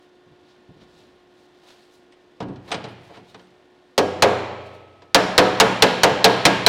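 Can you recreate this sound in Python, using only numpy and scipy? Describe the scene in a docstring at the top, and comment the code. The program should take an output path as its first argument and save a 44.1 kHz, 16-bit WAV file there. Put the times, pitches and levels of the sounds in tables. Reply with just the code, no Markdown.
"""In a workshop with a machine humming far off, ever fainter, feet shift and hands rub over sheet steel.
Then tools knock lightly on the panel, a short squeak follows, and two firm hammer blows land.
After more rubs and one light knock comes a fast run of eight hard blows, each with a dolly held behind the sheet.
Blows and knocks are dying noise bands and tones; rubs, feet and air are shaped noise; hum and squeak are
wavering sines. The hall answers with an echo, and the near microphone overloads."""
import sys
import numpy as np
from scipy import signal
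from scipy.fft import rfft, irfft, next_fast_len
from scipy.io import wavfile
from scipy.ndimage import uniform_filter1d

SR = 44100
rng = np.random.default_rng(int(sys.argv[2]) if len(sys.argv) > 2 else 0)


def generate_wav(sig):
    """Save sig (samples, or channels by samples) to the path in sys.argv[1] as 16-bit PCM at SR."""
    pcm = np.round(np.clip(np.atleast_2d(sig).T, -1, 1) * 32767).astype(np.int16)
    wavfile.write(sys.argv[1], SR, pcm)


N = 294926
RING = np.arange(65536) / SR  # time axis of one ringing sound, in seconds

# the panel's lasting modes: (frequency [Hz], level with the dolly loose [dB],
# level with the dolly pressed home [dB], time to fall 60 dB [s])
PANEL_MODES = [(57.3, -52.5, -41, 0.84), (92.84, -27, -42.5, 1.95), (119.8, -27, -29, 1.4),
               (182.9, -27.5, -27, 0.96), (194, -45, -17.5, 0.76), (232.5, -37.5, -30, 0.62),
               (287, -18.5, -20.5, 0.44), (335.6, -22, -29.5, 0.28), (396.3, -14, -35, 0.86),
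               (449.2, -11.5, -8.5, 0.24), (505, -19, -24, 0.7), (626, -28, -24.5, 1), (699, -7, -13, 0.27),
               (740, -22.5, -24.5, 0.94), (776, -27.5, -32, 0.53), (900, -27, -20.5, 0.52),
               (973, -35.5, -19.5, 0.39), (1045, -55, -22, .4), (1190, -42.5, -24, 0.25),
               (1287, -44, -40.5, 3), (1430, -37.5, -23, 0.53), (1637, -31, -22, 0.61),
               (1756, -42.5, -23, 0.29), (2190, -45, -34.5, 0.3), (2730, -35.5, -33.5, .3),
               (3060, -26, -25.5, 0.32)]
# the free ring of the dolly: (frequency [Hz], level [dB], time to fall 60 dB [s])
DOLLY_MODES = [(2930, -7.5, 0.5), (3080, -12.5, 0.31), (3660, -27, 0.15), (4900, -3.5, 0.27),
               (6170, -24.5, 0.11), (8193, -7, 0.12), (10600, -7.5, 0.069)]


def amp(db):
    """Turns decibels into gain."""
    return 10 ** (np.asarray(db) / 20)


def unit(x):
    """Scales a sound to rms 1."""
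    return x / np.sqrt(np.mean(x ** 2) + 1e-20)


def read(points, hz):
    """Joins (frequency [Hz], value) points along a log-frequency axis."""
    f, value = np.transpose(points)
    return np.interp(np.log(hz + 1), np.log(f + 1), value)


def curve(points):
    """Joins (time [s], value) points over the whole scene."""
    times, values = np.transpose(points)
    return np.interp(np.arange(N) / SR, times, values)


def add(mix, s, sound):
    """Mixes a sound in at time s."""
    part = mix[max(round(s * SR), 0):][:len(sound)]
    part += sound[:len(part)]


def fade(t60):
    """A free decay of 60 dB in t60 seconds."""
    return np.exp(-np.log(1000) * RING / t60)


def noise(colour):
    """Steady noise of rms 1 with a given spectrum."""
    spectrum = rfft(rng.standard_normal(N))
    gain = amp(read(colour, np.fft.rfftfreq(N, 1 / SR)))
    return unit(irfft(spectrum * gain, N))


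def drift(rate):
    """A random wander of rms 1 that heads for `rate` new values a second, 4096 values at most."""
    knots = rng.standard_normal(4096)
    return unit(np.interp(np.arange(N) / SR * rate, np.arange(len(knots)), knots))


def dying_bands(source, table):
    """Splits a source into bands (frequency [Hz], level [dB], t60 [s]), each dying at its own speed."""
    centres, levels, t60s = np.transpose(table)
    hz = np.fft.rfftfreq(len(RING), 1 / SR)
    spectrum = rfft(source) * amp(read(np.c_[centres, levels], hz))
    shares = [read(np.c_[centres, one], hz) for one in np.eye(len(centres))]
    return np.array([irfft(spectrum * share) * fade(t60) for share, t60 in zip(shares, t60s)])


def partials(modes):
    """One dying complex tone for each mode (frequency [Hz], level [dB], t60 [s])."""
    return np.array([amp(db) * fade(t60) * np.exp(2j * np.pi * hz * RING) for hz, db, t60 in modes])


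def ring(tones, spread_db=3.5):
    """Each contact lands on a new spot and so shares its energy anew among the modes."""
    levels = amp(spread_db * rng.standard_normal(len(tones)))
    phases = np.exp(2j * np.pi * rng.random(len(tones)))
    return ((levels * phases) @ tones).real


def workshop(waver=0.0038, air_db=-58):
    """Air noise and the hum of a distant machine, whose tones all waver in pitch together."""
    # the machine's tones: (frequency [Hz], rms level before the swell [dB])
    hum_tones = [(360.7, -60), (716.0, -73.5), (1077, -75.5), (1437, -77), (1798, -79), (2514, -96),
                 (3553, -83)]
    # slow swell of the hum: (time [s], gain [dB])
    hum_swell = [(0, 3), (2.3, 1.5), (3.7, 1), (6.6, -7.5)]
    # spectrum of the air noise: (frequency [Hz], level per Hz [dB])
    air_colour = [(15, -56.5), (25, -20.5), (170, -12.5), (309, -3), (363, -9.5), (416, -7), (560, -10),
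                  (624, -9), (1330, -19.5), (1840, -17), (2110, -21.5), (3250, -22), (16000, -60)]
    turns = np.cumsum(1 + waver * drift(rate=8.2)) / SR
    hum = sum(amp(db) * np.sqrt(2) * np.sin(2 * np.pi * hz * turns) for hz, db in hum_tones)
    air = amp(air_db + 0.5 * drift(rate=8)) * noise(air_colour)
    return hum * amp(curve(hum_swell)) + air


def hall(x, near_db=-9.5, walls_s=0.027, bounce_s=0.0072, bounce_db=-13.0, count=22):
    """A bounce off the floor, then a diffuse field that stores each band's energy and lets it die away."""
    # the echo: (frequency [Hz], level [dB], time to fall 60 dB [s])
    echo = np.array([(60, -8.5, 3.1), (199, -5, 1.04), (550, -10, 1.35), (1400, -7.5, 0.97),
                     (2610, -10, 1.39), (4470, -14, 0.93), (7500, -17, 0.81), (14000, -17, .4)])
    size = 32  # samples per step of the slow energy curves
    lag = RING[::size]
    # machines answer first, then walls
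    arrival = np.interp(lag, [0.004, 0.012, walls_s * 0.76, walls_s], [0, amp(near_db), amp(near_db), 1])
    edges = np.geomspace(45, 17000, count + 1)
    out = np.zeros(N)
    for lo, hi in zip(edges, edges[1:]):
        band = signal.butter(3, [lo, hi], "band", fs=SR, output="sos")
        centre = np.sqrt(lo * hi)
        db, t60 = read(echo[:, [0, 1]], centre), read(echo[:, [0, 2]], centre)
        power = uniform_filter1d(signal.sosfilt(band, x) ** 2, size)[::size]
        decay = (arrival * fade(t60)[::size]) ** 2 / np.sum(fade(1.0)[::size] ** 2)
        stored = np.sqrt(abs(signal.fftconvolve(power, decay)[:len(power)]))
        level = np.interp(np.arange(N) / size, np.arange(len(stored)), stored)
        scatter = unit(signal.sosfilt(band, rng.standard_normal(N)))
        out += amp(db) * level * scatter
    add(out, bounce_s, amp(bounce_db) * x)
    return out


def footsteps():
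    """Feet shift: each dull push of a sole on the floor is soft-edged noise whose bands die away."""
    # pushes: (time [s], level [dB])
    steps = [(0.265, -57.5), (0.314, -59.5), (0.689, -48), (0.761, -54), (0.815, -53), (1.074, -69),
             (1.332, -78), (1.501, -66)]
    # sound of the sole: (frequency [Hz], level per Hz [dB], time to fall 60 dB [s])
    sole = [(25, -23, 0.17), (65, -5, 0.14), (160, 3.5, 0.17), (320, -1.5, 0.1), (600, -12, 0.12),
            (1500, -36, .06), (7900, -62, .05)]
    out = np.zeros(N)
    for s, db in steps:
        bands = dying_bands(rng.standard_normal(len(RING)), sole)
        thud = bands.sum(0) * (1 - fade(0.039))
        add(out, s, amp(db) * thud / np.std(thud[:SR // 20]))  # level set over the first 50 ms
    return out


def stroke(s, length, rise=0.48, edge_db=-25):
    """The hand speeds up for a share `rise` of the stroke, is fastest at time s, and slows again."""
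    lag = (np.arange(N) / SR - s) / length
    return amp(np.maximum(edge_db * np.maximum(-lag / rise, lag / (1 - rise)), -120))


def sliding(grain_db=1.5, grit_db=0.5, sing_db=-27.0, sing_width_hz=32.0, sing_s=0.16,
            free_hz=8200, mute_db_per_octave=13.0, grip_db=-71):
    """Skin and cloth catch unevenly on the steel and faintly stir the dolly's ring."""
    # strokes of hand and sleeve: (time at the fastest point [s], length [s], level [dB], extra hiss [dB])
    rubs = [(0.025, .1, -66, 0), (0.505, 0.2, -59.5, -13), (0.818, 0.098, -55.5, -12),
            (0.985, 0.36, -58, -3), (1.396, 0.27, -70, 5), (1.7, 0.33, -55, 0.5), (1.827, .3, -66, -2),
            (1.948, .18, -70, 14), (2.695, 0.12, -52.5, 3), (2.916, .07, -67.5, 11), (3.05, .2, -66.5, 9.5),
            (3.156, 0.18, -53.5, -6.5), (3.3, 0.12, -57, 2), (3.424, 0.27, -65, 1), (4.67, 0.18, -58, -1),
            (4.75, 0.12, -62, 4.5)]
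    # spectrum of the rubbing: (frequency [Hz], level per Hz [dB])
    rub_colour = [(150, -11), (700, 4), (1800, -2.5), (4000, 3.5), (6500, -7.5), (11000, -17),
                  (16000, -24.5)]
    # borders of the three parts: body below, scrape between, hiss above: two frequencies [Hz]
    split_hz = (2500, 6000)
    rub = noise(rub_colour)
    upper, top = (signal.sosfiltfilt(signal.butter(2, hz, "high", fs=SR, output="sos"), rub)
                  for hz in split_hz)
    body, scrape, hiss = np.full((3, N), amp(grip_db))  # the fingers never rest quite still on the tools
    for s, length, db, hiss_db in rubs:
        swell = amp(db) * stroke(s, length)
        body += swell * amp(4 + 3.6 * (db + 55))  # the firmer the stroke, the more the sheet's low voice joins
        scrape += swell
        hiss += swell * amp(hiss_db)
    sing = np.zeros(N)
    for hz, db, _ in DOLLY_MODES:
        # the grip leaves one high mode free and mutes the rest
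        free_db = db - mute_db_per_octave * abs(np.log2(hz / free_hz))
        sing += amp(free_db) * drift(rate=sing_width_hz) * np.sin(2 * np.pi * hz * np.arange(N) / SR)
    keep = np.exp(-1 / (sing_s * SR))
    stirred = signal.lfilter([1 - keep], [1, -keep], hiss)  # the ring outlasts the stroke
    catches_db = grain_db * drift(rate=250) + grit_db * drift(rate=830)
    rubbing = (rub - upper) * body + (upper - top) * scrape + top * hiss
    return rubbing * amp(catches_db) + amp(sing_db) * stirred * unit(sing)


def squeak(hz=3720, level_db=-58.0, waver=0.0097):
    """The dolly drags on the sheet: steel sticks and slips on steel, heard as a brief wavering tone."""
    # when it drags: start [s], end [s]
    drag_s = (3.255, 3.335)
    start, end = drag_s
    swell = curve([(start, 0), ((start + end) / 2, 1), (end, 0)])
    turns = hz * np.cumsum(1 + waver * drift(rate=340)) / SR
    return amp(level_db) * swell * np.sin(2 * np.pi * turns)


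def strike(tones, bass_db, treble_db, pressure, rise_s, sheet_db=10.0, likeness=0.45, spread_s=0.0035):
    """The panel's answer to one contact: a dense clang and its lasting modes."""
    # the sheet's dense, short-lived modes: (frequency [Hz], level per Hz [dB], time to fall 60 dB [s])
    sheet = [(50, -33.5, 0.46), (114, -9, 0.28), (226, -5, 0.3), (451, 1, 0.3), (740, 3.5, 0.16),
             (1200, -1.5, 0.14), (2340, -4, 0.097), (3960, -1, 0.067), (7100, -10.5, 0.055),
             (11000, -21.5, 0.053), (16000, -26, .04)]
    modes, pattern = tones
    sheet_hz = np.transpose(sheet)[0]
    mode_hz, loose_db, pressed_db, _ = np.transpose(PANEL_MODES)
    touch = [(200, bass_db), (450, 0.0024), (750, 0.00033), (2200, treble_db)]  # (Hz, dB)
    # all contacts share part of one noise pattern, the rest is new each time
    source = likeness * pattern + np.sqrt(1 - likeness ** 2) * rng.standard_normal(len(RING))
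    # low bending waves travel slowly, so the clang sinks in pitch as the whole sheet takes it up
    swell = 1 - np.exp(-RING / (spread_s * 400 / sheet_hz[:, None] + 1e-5))
    clang = amp(read(touch, sheet_hz)) @ (swell * dying_bands(source, sheet))
    clang = (1 - np.exp(-RING / rise_s)) * amp(sheet_db) * clang
    mode_db = read(touch, mode_hz) + loose_db + pressure * (pressed_db - loose_db)
    lasting = ring(modes * amp(mode_db)[:, None]) * (1 - np.exp(-RING / spread_s))
    return clang, lasting


def metalwork(ping_t60=0.012, squeeze=0.026, soft_hz=5500, held_t60=2.5):
    """Hammer blows and light knocks set the panel ringing; returns the sharp sounds and the lasting ring."""
    # hammer blows: (time [s], force [dB], bass [dB], treble [dB], frequency the ping of hammer on dolly
    # sinks to [Hz], ping level [dB], pressure of the dolly [0-1])
    blows = [(3.9788, -5, -1.5, -5.5, 4180, -2.5, 0.13), (4.2228, -1, -6, -5, 4090, -2, 0.32),
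             (5.1457, -3, -1.5, 0.5, 4690, 3.5, 0.88), (5.3794, 0, -2, -3, 4180, 3, 0.87),
             (5.6000, -2, 1, 0, 4300, -3, 0.93), (5.8225, -3.5, 0.5, 2, 4080, 3, 0.8),
             (6.0335, -1, -2, -3, 4380, -4, 0.82), (6.2432, -1.5, -2, 0.5, 4020, 4.5, 0.77),
             (6.4528, -3.5, 2.5, 2, 3860, 6, 0.75), (6.6638, -3, -3, 0, 4070, 14.5, 0.85)]
    # tools knocking on the work: (time [s], force [dB], bass [dB], treble [dB], clink of the dolly [dB])
    knocks = [(2.122, -63, 1, 12.5, -3), (2.403, -25, 11.5, -8.5, -46), (2.425, -30, 18, -13, -39),
              (2.483, -32.5, 20, -20, -34), (2.558, -56.5, 33, 9, -28), (2.705, -29.5, 5, -9, -34),
              (2.7159, -21, -12, 1.5, -19), (2.742, -29, 13.5, 3.5, -46), (2.84, -30.5, 9.5, -3.5, -24),
              (2.886, -49, -3, 0, -11), (3.097, -40.5, 2, -18, -30), (3.170, -39, 10, -11, -30),
              (3.344, -40.5, 7.5, -0.5, -31), (3.394, -52.5, 12, 4, -24), (5.019, -45.5, 3, -2.5, -36)]
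    sharp, lasting = np.zeros((2, N))
    panel = partials([(hz, 0, t60) for hz, _, _, t60 in PANEL_MODES])
    tones = panel, rng.standard_normal(len(RING))
    dolly = partials(DOLLY_MODES)
    gentle = signal.butter(2, soft_hz, fs=SR)  # a gentle contact lasts longer and so lacks the top
    for s, force_db, bass_db, treble_db, clink_db in knocks:
        clang, modes = strike(tones, bass_db, treble_db, pressure=0.6, rise_s=0.0011, spread_s=0.0032)
        clink = amp(clink_db) * ring(dolly)
        add(sharp, s, amp(force_db) * (signal.lfilter(*gentle, clang) + clink))
        add(lasting, s, amp(force_db) * modes * fade(held_t60))  # a hand on the sheet damps it
    for s, force_db, bass_db, treble_db, ping_hz, ping_db, pressure in blows:
        clang, modes = strike(tones, bass_db, treble_db, pressure, rise_s=0.00017)
        # steel meets steel through the sheet: a ping, choked at once by the hand,
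        # that sinks as the contact opens
        turns = np.cumsum(ping_hz * (1 + squeeze * fade(ping_t60 / 2))) / SR
        ping = amp(ping_db) * fade(ping_t60) * np.sin(2 * np.pi * turns)
        add(sharp, s, amp(force_db) * (clang + ping))
        add(lasting, s, amp(force_db) * modes)
    return sharp, lasting


def scene(port_noise_db=-76.0):
    """All sources reach one microphone; only a faint noise differs between the two channels."""
    # spectrum of each channel's own noise: (frequency [Hz], level per Hz [dB])
    port_noise = [(25, -4), (100, -2), (400, 6), (1000, -28.5), (6000, -28.5), (16000, -35)]
    sharp, lasting = metalwork()
    direct = sharp + sliding() + squeak() + footsteps()
    mono = direct + hall(direct) + lasting + workshop()
    return mono + amp(port_noise_db) * np.array([noise(port_noise), noise(port_noise)])


def record(dry, ceiling_db=-7.5, knee=6.8, edge_hz=16150):
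    """The input overloads, with more headroom in the presence band; then channel balance and band limit."""
    # the input's extra headroom: centre [Hz], headroom [dB], relative half width
    presence = (4300, 7.3, .62)
    # channel balance: (frequency [Hz], left minus right [dB])
    balance = [(30, -.85), (120, -.7), (500, -.45), (1000, -.25), (4000, -.35), (14000, -.2)]
    hz, db, width = presence
    w, g = 2 * np.pi * hz / SR, amp(db / 2)
    k = np.sin(w) * width
    b = [1 + k * g, -2 * np.cos(w), 1 - k * g]
    a = [1 + k / g, -2 * np.cos(w), 1 - k / g]
    drive = signal.lfilter(a, b, dry)  # lower the presence band ahead of the overload
    flattened = drive / (1 + abs(drive / amp(ceiling_db)) ** knee) ** (1 / knee)
    restored = signal.lfilter(b, a, flattened)  # and lift it again
    size = next_fast_len(N + SR)
    lean_db = read(balance, np.fft.rfftfreq(size, 1 / SR)) / 2
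    out = irfft(rfft(restored, size) * amp([lean_db, -lean_db]), size)[:, :N]
    low_pass = signal.firwin(255, edge_hz, window=("kaiser", 9), fs=SR)
    return signal.oaconvolve(out, low_pass[None], "same")


dry = scene()
out = record(dry)
generate_wav(out)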